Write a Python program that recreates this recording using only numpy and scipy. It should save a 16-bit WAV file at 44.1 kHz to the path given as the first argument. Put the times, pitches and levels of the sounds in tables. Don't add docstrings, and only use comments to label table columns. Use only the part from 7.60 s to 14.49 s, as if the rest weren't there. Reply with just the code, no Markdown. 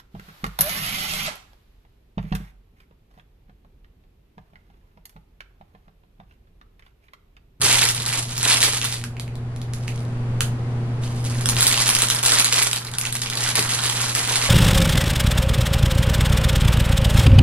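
import sys
import numpy as np
from scipy import signal
from scipy.fft import rfft, irfft
from scipy.io import wavfile
from scipy.ndimage import uniform_filter1d

SR = 44100
rng = np.random.default_rng(int(sys.argv[2]) if len(sys.argv) > 2 else 0)


def to_wav(sig):
    pcm = np.clip(np.atleast_2d(sig), -1, 1) * 32767
    pcm = np.round(pcm).astype(np.int16)
    wavfile.write(sys.argv[1], SR, pcm.T)


N = 303849
T = np.arange(N) / SR
FREQS = np.fft.rfftfreq(N, 1 / SR)


def undb(db):
    return np.exp(np.asarray(db) * (np.log(10) / 20))


def unit(x):
    return x / np.sqrt(np.mean(x ** 2))


def across(points):
    hz, value = np.transpose(points)
    return np.interp(np.log(FREQS + 1), np.log(hz), value)


def colour(x, points):
    log_gain = np.log(unit(undb(across(points))))
    cepstrum = irfft(log_gain, N)
    folded = 2 * cepstrum * (np.arange(N) < N // 2)
    response = np.exp(rfft(folded) - cepstrum[0])
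    return irfft(rfft(x) * response, N)


def add(track, s, sound):
    i = max(int(s * SR), 0)
    track[..., i:i + sound.shape[-1]] += sound[..., :N - i]


def walk(rate):
    hold = int(SR / rate)
    steps = rng.standard_normal(N // 32)[np.arange(N) // hold]
    return unit(uniform_filter1d(steps, hold))


# pitch_hz, side_minus_mid_db
DIFFUSE_WIDTH = [(110, -22), (200, -18), (380, -11), (700, -8), (1300, -1), (2400, 1), (5000, 2),
                 (14000, 7)]


def diffuse(pair):
    width = undb(across(DIFFUSE_WIDTH))
    gains = np.array([np.ones_like(width), width]) / np.hypot(1, width)
    mid, side = irfft(rfft(pair) * gains, N)
    return np.array([mid + side, mid - side])


# pitch_hz, relative_level_db
MAINS_HUM = [(120, 0), (180, -53), (240, -17), (360, -24)]
# mean_pitch_hz, relative_level_db before stereo placing
APPLIANCE_WHINES = [(407, -33.5), (459, -29.5), (798, -35.5), (4650, -47)]
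# pitch_hz, relative_level_db
AIR_COLOUR = [(20, 10), (35, -7.5), (80, 5), (140, 7.5), (190, -0.5), (235, 3), (300, -6), (460, -8),
              (1000, -12.5), (2000, -19), (5000, -31), (7000, -34.5), (10500, -35), (15000, -65)]
# time_s, level_db
BACKGROUND_LEVEL = [(0, -27.5), (1.35, -28), (2.7, -20), (4.0, -19), (4.04, -25.5), (4.35, -26.5),
                    (5.1, -32), (5.9, -27.5), (6.89, -27.5)]
DRONE_HZ, DRONE_SAG_HZ_PER_S = 59.5, 2.1
DRONE_PEAK_S, DRONE_DB, DRONE_FADE_DB_PER_S = 1.7, -12.5, 12


def appliance():
    hum = sum(undb(db) * np.sin(2 * np.pi * (hz * T + rng.random())) for hz, db in MAINS_HUM)
    drone_hz = DRONE_HZ - DRONE_SAG_HZ_PER_S * T
    drone_db = DRONE_DB - DRONE_FADE_DB_PER_S * np.abs(T - DRONE_PEAK_S)
    drone = undb(drone_db) * np.sin(2 * np.pi * np.cumsum(drone_hz) / SR)
    whine = np.zeros(N)
    for hz, db in APPLIANCE_WHINES:
        wavering_hz = hz + 12 * walk(85)
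        whine += undb(db) * np.sin(2 * np.pi * np.cumsum(wavering_hz) / SR)
    air = colour(rng.standard_normal((2, N)), AIR_COLOUR) * undb(-11.0)
    tones = np.sqrt(2) * undb(-5.0) * (hum + drone)
    surround = diffuse(air + np.sqrt(2) * whine)
    level_db = np.interp(T, *np.transpose(BACKGROUND_LEVEL))
    return (tones + surround) * undb(level_db)


# pitch_hz, relative_level_db, t60_s
RACK_MODES = [(92, -2, 0.29), (164, 1.5, 0.1), (325, 2, 0.12), (402, 6, 0.091), (488, -10, 0.2)]
# start_s, level_db
LOAF_NUDGES = [(0.031, -30.5), (5.988, -29.5)]


def rack():
    out, t = np.zeros(N), T[:SR // 3]
    knock = sum(undb(db - 60 * t / t60) * np.sin(2 * np.pi * hz * t) for hz, db, t60 in RACK_MODES)
    onset = 1 - np.exp(-t / 0.0024)
    for s, db in LOAF_NUDGES:
        add(out, s, undb(db) * knock * onset)
    return out


# pitch_hz, left_lag_radians
LEFT_LAG = [(100, 0), (700, .2), (1700, .6), (3000, 1.2), (4800, 2), (9000, 2.2), (12500, 3)]
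# pitch_hz, lag_either_way_radians
END_LAG = [(200, 0), (1800, .75), (5000, .65), (10000, .4)]
# pitch_hz, left_minus_right_db
PORT_BALANCE = [(200, 2.5), (500, -2), (1100, -2.5), (2200, -5), (4500, -2), (8000, -1.2), (12000, 0.5)]
ROOM_BUILD_S = .005


def kitchen(sound, room_db, t60, reach=1):
    t = T[:SR // 3]
    tails = rng.standard_normal((2, len(sound), len(t)))
    tails *= undb(-60 * t / t60) * np.clip(t / ROOM_BUILD_S, 0, 1)
    tails /= np.linalg.norm(tails, axis=2, keepdims=True)
    reflections = signal.oaconvolve(sound[None], tails, axes=2).sum(1)[:, :N]
    wet = diffuse(reflections)
    ports = np.array([[.5], [-.5]])
    lag, spread = across(LEFT_LAG), across(END_LAG)
    direct = 0
    for part, place in zip(sound, np.linspace(-reach, reach, len(sound))):
        direct = direct + rfft(part) * np.exp(-1j * ports * (lag + place * spread))
    both = direct + undb(room_db) * rfft(wet)
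    return irfft(both * undb(ports * across(PORT_BALANCE)), N)


HIGH_BROAD_HZ, LOW_BROAD_HZ, RING_POWER = 4500, 600, 1.5


def snaps(hz, flutter, flutter_s, travel_s, size=256):
    t, f = T[:size], np.fft.rfftfreq(size, 1 / SR) + 1
    centre = hz[:, None]
    shiver = rng.standard_normal((len(hz), size)) * np.exp(-t / flutter_s) / np.sqrt(flutter_s * SR / 2)
    edge = np.exp(-4j * np.pi * travel_s * np.sqrt(f * centre))
    ratio = f / centre
    sharpness = np.minimum(HIGH_BROAD_HZ / centre, centre / LOW_BROAD_HZ) ** RING_POWER
    resonance = 1 + 1j * sharpness * (ratio - 1 / ratio)
    rung = irfft((edge + flutter * rfft(shiver)) / resonance)
    return rung / np.linalg.norm(rung, axis=1, keepdims=True)


# start_s, edge_level_db, ring_pitch_hz, ring_level_db
RESTING_TICKS = [(1.4144, -16, 3000, -21), (1.4397, -6, 1580, -8.5), (1.568, -24.5, 2390, -19),
                 (1.5975, -6.5, 3300, -12.5), (1.679, -25, 2440, -21.5), (1.755, -20, 3860, -29),
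                 (1.9622, -17.5, 4000, -36), (2.0165, -15.5, 3500, -20), (2.1358, -7.5, 1510, -27),
                 (2.2802, -8, 2620, -10), (2.807, 8, 1370, -8)]
# pitch_hz, relative_level_db
TICK_COLOUR = [(600, -22), (1300, -2), (2700, 0), (4300, 1.5), (6000, -1.5), (9800, 0), (11000, 4.5),
               (12200, -8), (16000, -20)]
TICK_SHIVER, TICK_SHIVER_S, TICK_RING_CYCLES = .45, .002, 1.2
TICK_TRAVEL_S, TICK_TRAVEL_HZ = .0005, 4500


def ticks():
    out, t = np.zeros(N), T[:SR // 50]
    f = np.fft.rfftfreq(len(t), 1 / SR)
    bend = irfft(np.exp(-4j * np.pi * TICK_TRAVEL_S * np.sqrt(f * TICK_TRAVEL_HZ)), len(t))
    fade = np.exp(-t / TICK_SHIVER_S) / np.sqrt(TICK_SHIVER_S * SR / 2)
    for s, db, hz, ring_db in RESTING_TICKS:
        edge = bend + TICK_SHIVER * rng.standard_normal(len(t)) * fade
        ring = np.sin(2 * np.pi * hz * t) * np.exp(-t * hz / TICK_RING_CYCLES)
        edge /= np.linalg.norm(edge)
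        ring /= np.linalg.norm(ring)
        add(out, s, undb(db) * edge + undb(ring_db) * ring)
    return kitchen(colour(out, TICK_COLOUR)[None], room_db=-1, t60=0.23)


# start_s, relative_level_db, centre_pitch_hz
SINGLE_CREASES = [(0.0162, -17, 8300), (0.0346, -19.5, 8840), (0.0445, -22, 8060), (0.0984, -28, 7885),
                  (0.127, -15, 5500), (0.288, -16.5, 6530), (0.348, -25, 6500), (0.3949, -39, 7000),
                  (0.401, -27, 4530), (0.486, -31, 4510), (0.589, -26, 4540), (0.707, -37, 6530),
                  (0.7561, -32, 5030), (0.7795, -21.5, 5670), (0.8298, -18, 6700), (0.8551, -28, 5503),
                  (0.8757, -22, 4793), (0.919, -16.5, 4800), (1.005, -20, 4830), (1.029, -12.5, 4680),
                  (1.036, -11.5, 6377), (1.0813, -28, 7160), (1.1803, -28, 7164), (1.215, -22, 3307),
                  (1.244, -23, 4800), (1.249, -21, 7100), (1.2862, -30, 5700), (1.3254, -25, 4290),
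                  (1.3414, -26.5, 7300), (3.4367, -36.5, 3620), (3.6428, -34, 8150), (3.65, -33, 6480),
                  (3.687, -43, 6000), (3.699, -34, 4214), (3.787, -39, 2810), (3.8102, -29, 6250),
                  (3.8578, -16.5, 5540), (3.8692, -29, 6390), (3.889, -14, 6480), (3.8971, -19, 5726),
                  (3.9586, -27, 6020), (3.9669, -20.5, 3750), (3.9975, -20, 6660), (4.0075, -11, 9100),
                  (4.0216, -17.5, 5400), (4.028, -12, 5890), (4.038, -22, 7600), (4.068, -9, 6830),
                  (4.0786, -15, 8870), (4.1257, -16, 6260), (4.2024, -19, 6610), (4.2803, -18, 6930),
                  (4.2908, -12.5, 5800), (4.301, -18, 5596), (4.3505, -13, 5480), (4.3878, -18, 5834),
                  (4.4201, -11.5, 6186), (4.4523, -25, 6120), (4.486, -20, 4440), (4.501, -14.5, 5054),
                  (4.509, -17.5, 4980), (4.52, -24, 6080), (4.5482, -21, 6100), (4.591, -23.5, 5120),
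                  (4.63, -20, 7200), (4.6356, -19, 6120), (4.652, -17, 6510), (4.6609, -13, 6190),
                  (4.6834, -19, 7785), (4.7197, -12, 5535), (4.736, -17.5, 5450), (4.765, -26, 5616),
                  (4.777, -21, 3200), (4.7865, -14, 5300), (4.7981, -13, 6336), (4.8453, -12, 7060),
                  (4.8618, -24, 2631), (4.9254, -14.5, 6470), (5.0189, -19, 6127), (5.0263, -15.5, 6316),
                  (5.0712, -20, 5700), (5.1133, -22, 4630), (5.1309, -18.5, 4605), (5.1324, -25, 4857),
                  (5.1614, -21, 6640), (5.269, -32, 3780), (5.338, -30, 4840), (5.341, -37, 1520),
                  (5.385, -19, 5990), (5.4129, -21.5, 5730), (5.526, -21.5, 7800), (5.553, -24, 5370),
                  (5.5616, -28, 4970), (5.6178, -22.5, 4255), (5.6212, -24.5, 4170), (5.6338, -28.5, 3202),
                  (5.6605, -25.5, 3097), (5.7003, -23, 4676), (5.734, -27, 4186), (5.7731, -21.5, 4183),
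                  (5.835, -28, 6196), (5.9549, -16, 6130), (5.9935, -18.5, 6360), (6.026, -22, 5395),
                  (6.1116, -24, 6000), (6.1893, -23.5, 3195), (6.2372, -24, 6830), (6.2627, -23, 5510),
                  (6.2982, -19.5, 4317), (6.4163, -22.5, 6206), (6.5507, -16.5, 6480), (6.6753, -22, 6770),
                  (6.7575, -16, 6310), (6.8273, -23, 3810)]
# pitch_hz, relative_level_db
CREASE_COLOUR = [(300, -30), (800, 5), (1300, 6.5), (2200, 3), (4000, 5.5), (6000, 1.5), (10400, 9.5),
                 (12000, 6), (14000, -15), (16000, -51)]
CREASE_FLUTTER, CREASE_FLUTTER_S = 1.1, .0015
CREASE_REACH = .45


def creases(channels=3):
    out = np.zeros((channels, N))
    times, levels, centres = np.transpose(SINGLE_CREASES)
    places = rng.integers(channels, size=len(times))
    folds = snaps(centres, flutter=CREASE_FLUTTER, flutter_s=CREASE_FLUTTER_S, travel_s=0.000391)
    for s, db, place, fold in zip(times, levels, places, folds):
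        add(out[place], s, undb(db + 23.5) * fold)
    return kitchen(colour(out, CREASE_COLOUR), room_db=-2.0, t60=0.19, reach=CREASE_REACH)


def movement(start, length, attack_s, release_db_per_s):
    build = np.clip((T - start) / attack_s, 0, 1)
    since_end_s = np.clip(T - start - length, 0, 2)
    return build * undb(-release_db_per_s * since_end_s)


FACET_FLUTTER, FACET_FLUTTER_S = 1.2, .001
HARDEST_SNAP = 2.2


def swarm(per_s, spread_db, bunching_db, low_hz, high_hz, count=20000, channels=4):
    when, pitch, force, sign, place = rng.random((count, 5)).T
    due = np.cumsum(per_s * undb(bunching_db * walk(55))) / SR
    start = np.searchsorted(due, np.cumsum(-np.log(when)))
    hardness = np.minimum(-np.log(force), HARDEST_SNAP)
    size = undb(spread_db * hardness) * np.sign(sign - .5)
    hz = low_hz * (high_hz / low_hz) ** pitch[start < N]
    grains = snaps(hz, flutter=FACET_FLUTTER, flutter_s=FACET_FLUTTER_S, travel_s=0.000304)
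    out = np.zeros((channels, N))
    for i, grain, gain, row in zip(start, grains, size, place * channels):
        add(out[int(row)], i / SR, gain * grain)
    power = uniform_filter1d(np.mean(out ** 2, 0), SR // 20)
    return out / np.sqrt(power + 1e-9)


# start_s, length_s, crackle_level_db before the common trim
PALM_RUBS = [(0.0, 0.27, -16.5), (0.336, 0.11, -28), (0.437, 0.16, -23), (0.669, 0.097, -30),
             (0.783, 0.061, -25), (0.83, 0.12, -15), (0.991, .075, -16), (1.102, 0.07, -24.5),
             (1.213, 0.025, -21), (1.271, 0.081, -31)]
# start_s, length_s, crackle_level_db, flap_relative_db
EDGE_PULLS = [(3.408, 0.079, -40, -21), (3.5, 0.12, -43, -20), (3.635, 0.033, -33.5, -14),
              (3.68, .17, -36.5, -7), (3.886, 0.036, -28, -6.5), (3.954, 0.15, -24.5, -8.5),
              (4.094, 0.13, -19, -13.5), (4.244, .2, -22, -10), (4.486, 0.1, -26, -7.5),
              (4.625, 0.18, -17.5, -12), (4.832, 0.072, -24, -12.5), (4.905, 0.125, -18.5, -13),
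              (5.045, 0.036, -29, -6.5), (5.124, 0.044, -28, -10), (5.192, 0.23, -35.5, -7.5),
              (5.416, 0.049, -25.5, -11.5), (5.528, 0.043, -29, -11.5), (5.619, 0.042, -28, -12),
              (5.698, 0.093, -28, -8), (5.792, .1, -20.5, -10.5), (5.941, 0.048, -19, -9.5),
              (6.022, 0.24, -26, -9), (6.078, 0.037, -21.5, -15), (6.216, 0.18, -25, -10.5),
              (6.384, 0.13, -24.5, -10), (6.542, 0.093, -21.5, -9.5), (6.663, 0.048, -19, -9.5),
              (6.723, 0.16, -21.5, -10)]
# start_s, length_s
SHEET_GLIDES = [(3.4, .42), (5.79, 1.3)]
# pitch_hz, relative_level_db
CRACKLE_COLOUR = [(300, -69.5), (800, 0.5), (1500, -7), (2500, -0.5), (4200, 2), (5800, 2), (8000, 3),
                  (10400, 6.5), (11500, 5), (12500, -18), (14000, -15), (16000, -64)]
# pitch_hz, relative_level_db
FLAP_COLOUR = [(100, -1.5), (250, 0), (430, 1), (600, -2.5), (900, 1), (1300, 3), (2000, 6), (4000, -9.5)]
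RUB_ATTACK_S, RUB_RELEASE_DB_PER_S, RUB_FLAP_DB = .03, 220, -13
PULL_ATTACK_S, PULL_RELEASE_DB_PER_S = .022, 220
SETTLE_S, SETTLE_LENGTH_S, SETTLE_DB = 2.06, 0.32, -44
SETTLE_ATTACK_S, SETTLE_RELEASE_DB_PER_S = 0.25, 115
RUB_SNAPS_PER_S, PULL_SNAPS_PER_S, IDLE_SNAPS_PER_S, GLIDE_SNAPS_PER_S = 1300, 550, 330, 1100
FIRM_PULL_DB = -19
SLIDE_DB, SNAP_SPREAD_DB = -22, 7
RUSTLE_ROOM_DB, RUSTLE_T60_S = -3.5, .2


def rustle():
    rubs = np.array([undb(db) * movement(s, length, RUB_ATTACK_S, RUB_RELEASE_DB_PER_S)
                     for s, length, db in PALM_RUBS])
    pulls = np.array([undb(db) * movement(s, length, PULL_ATTACK_S, PULL_RELEASE_DB_PER_S)
                      for s, length, db, _ in EDGE_PULLS])
    rubbing, pulling = np.linalg.norm(rubs, axis=0), np.linalg.norm(pulls, axis=0)
    settling = undb(SETTLE_DB) * movement(SETTLE_S, SETTLE_LENGTH_S, SETTLE_ATTACK_S, SETTLE_RELEASE_DB_PER_S)
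    gliding = sum(movement(s, length, PULL_ATTACK_S, PULL_RELEASE_DB_PER_S) for s, length in SHEET_GLIDES)
    pull_flap = undb([row[3] for row in EDGE_PULLS])[:, None]
    flapping = undb(RUB_FLAP_DB) * rubbing + np.linalg.norm(pulls * pull_flap, axis=0)

    per_s = IDLE_SNAPS_PER_S + RUB_SNAPS_PER_S * np.sqrt(rubbing / rubbing.max())
    per_s = per_s + PULL_SNAPS_PER_S * pulling / undb(FIRM_PULL_DB) + GLIDE_SNAPS_PER_S * gliding
    buckling = swarm(per_s, spread_db=SNAP_SPREAD_DB, bunching_db=5, low_hz=1850, high_hz=12860)
    slide = undb(SLIDE_DB + 1.5 * walk(29)) * rng.standard_normal(buckling.shape)
    crackle = unit(colour(buckling + slide, CRACKLE_COLOUR)) * undb(-8.0) * (rubbing + pulling + settling)

    flap_swarm = swarm(per_s=700, spread_db=4.0, bunching_db=3, low_hz=356, high_hz=1604)
    flap = undb(-6.5) * flapping * unit(colour(flap_swarm, FLAP_COLOUR))
    catching = undb(1.0 * walk(70))
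    return kitchen(catching * (crackle + flap), room_db=RUSTLE_ROOM_DB, t60=RUSTLE_T60_S)


def scene():
    return appliance() + rack() + ticks() + creases() + rustle()


TOP_HZ, CEILING = 15700, .85


def record(dry):
    clipped = np.clip(dry, -CEILING, CEILING)
    low_pass = signal.ellip(8, .2, 70, TOP_HZ, fs=SR, output="sos")
    return signal.sosfilt(low_pass, clipped)


dry = scene()
out = record(dry)
to_wav(out)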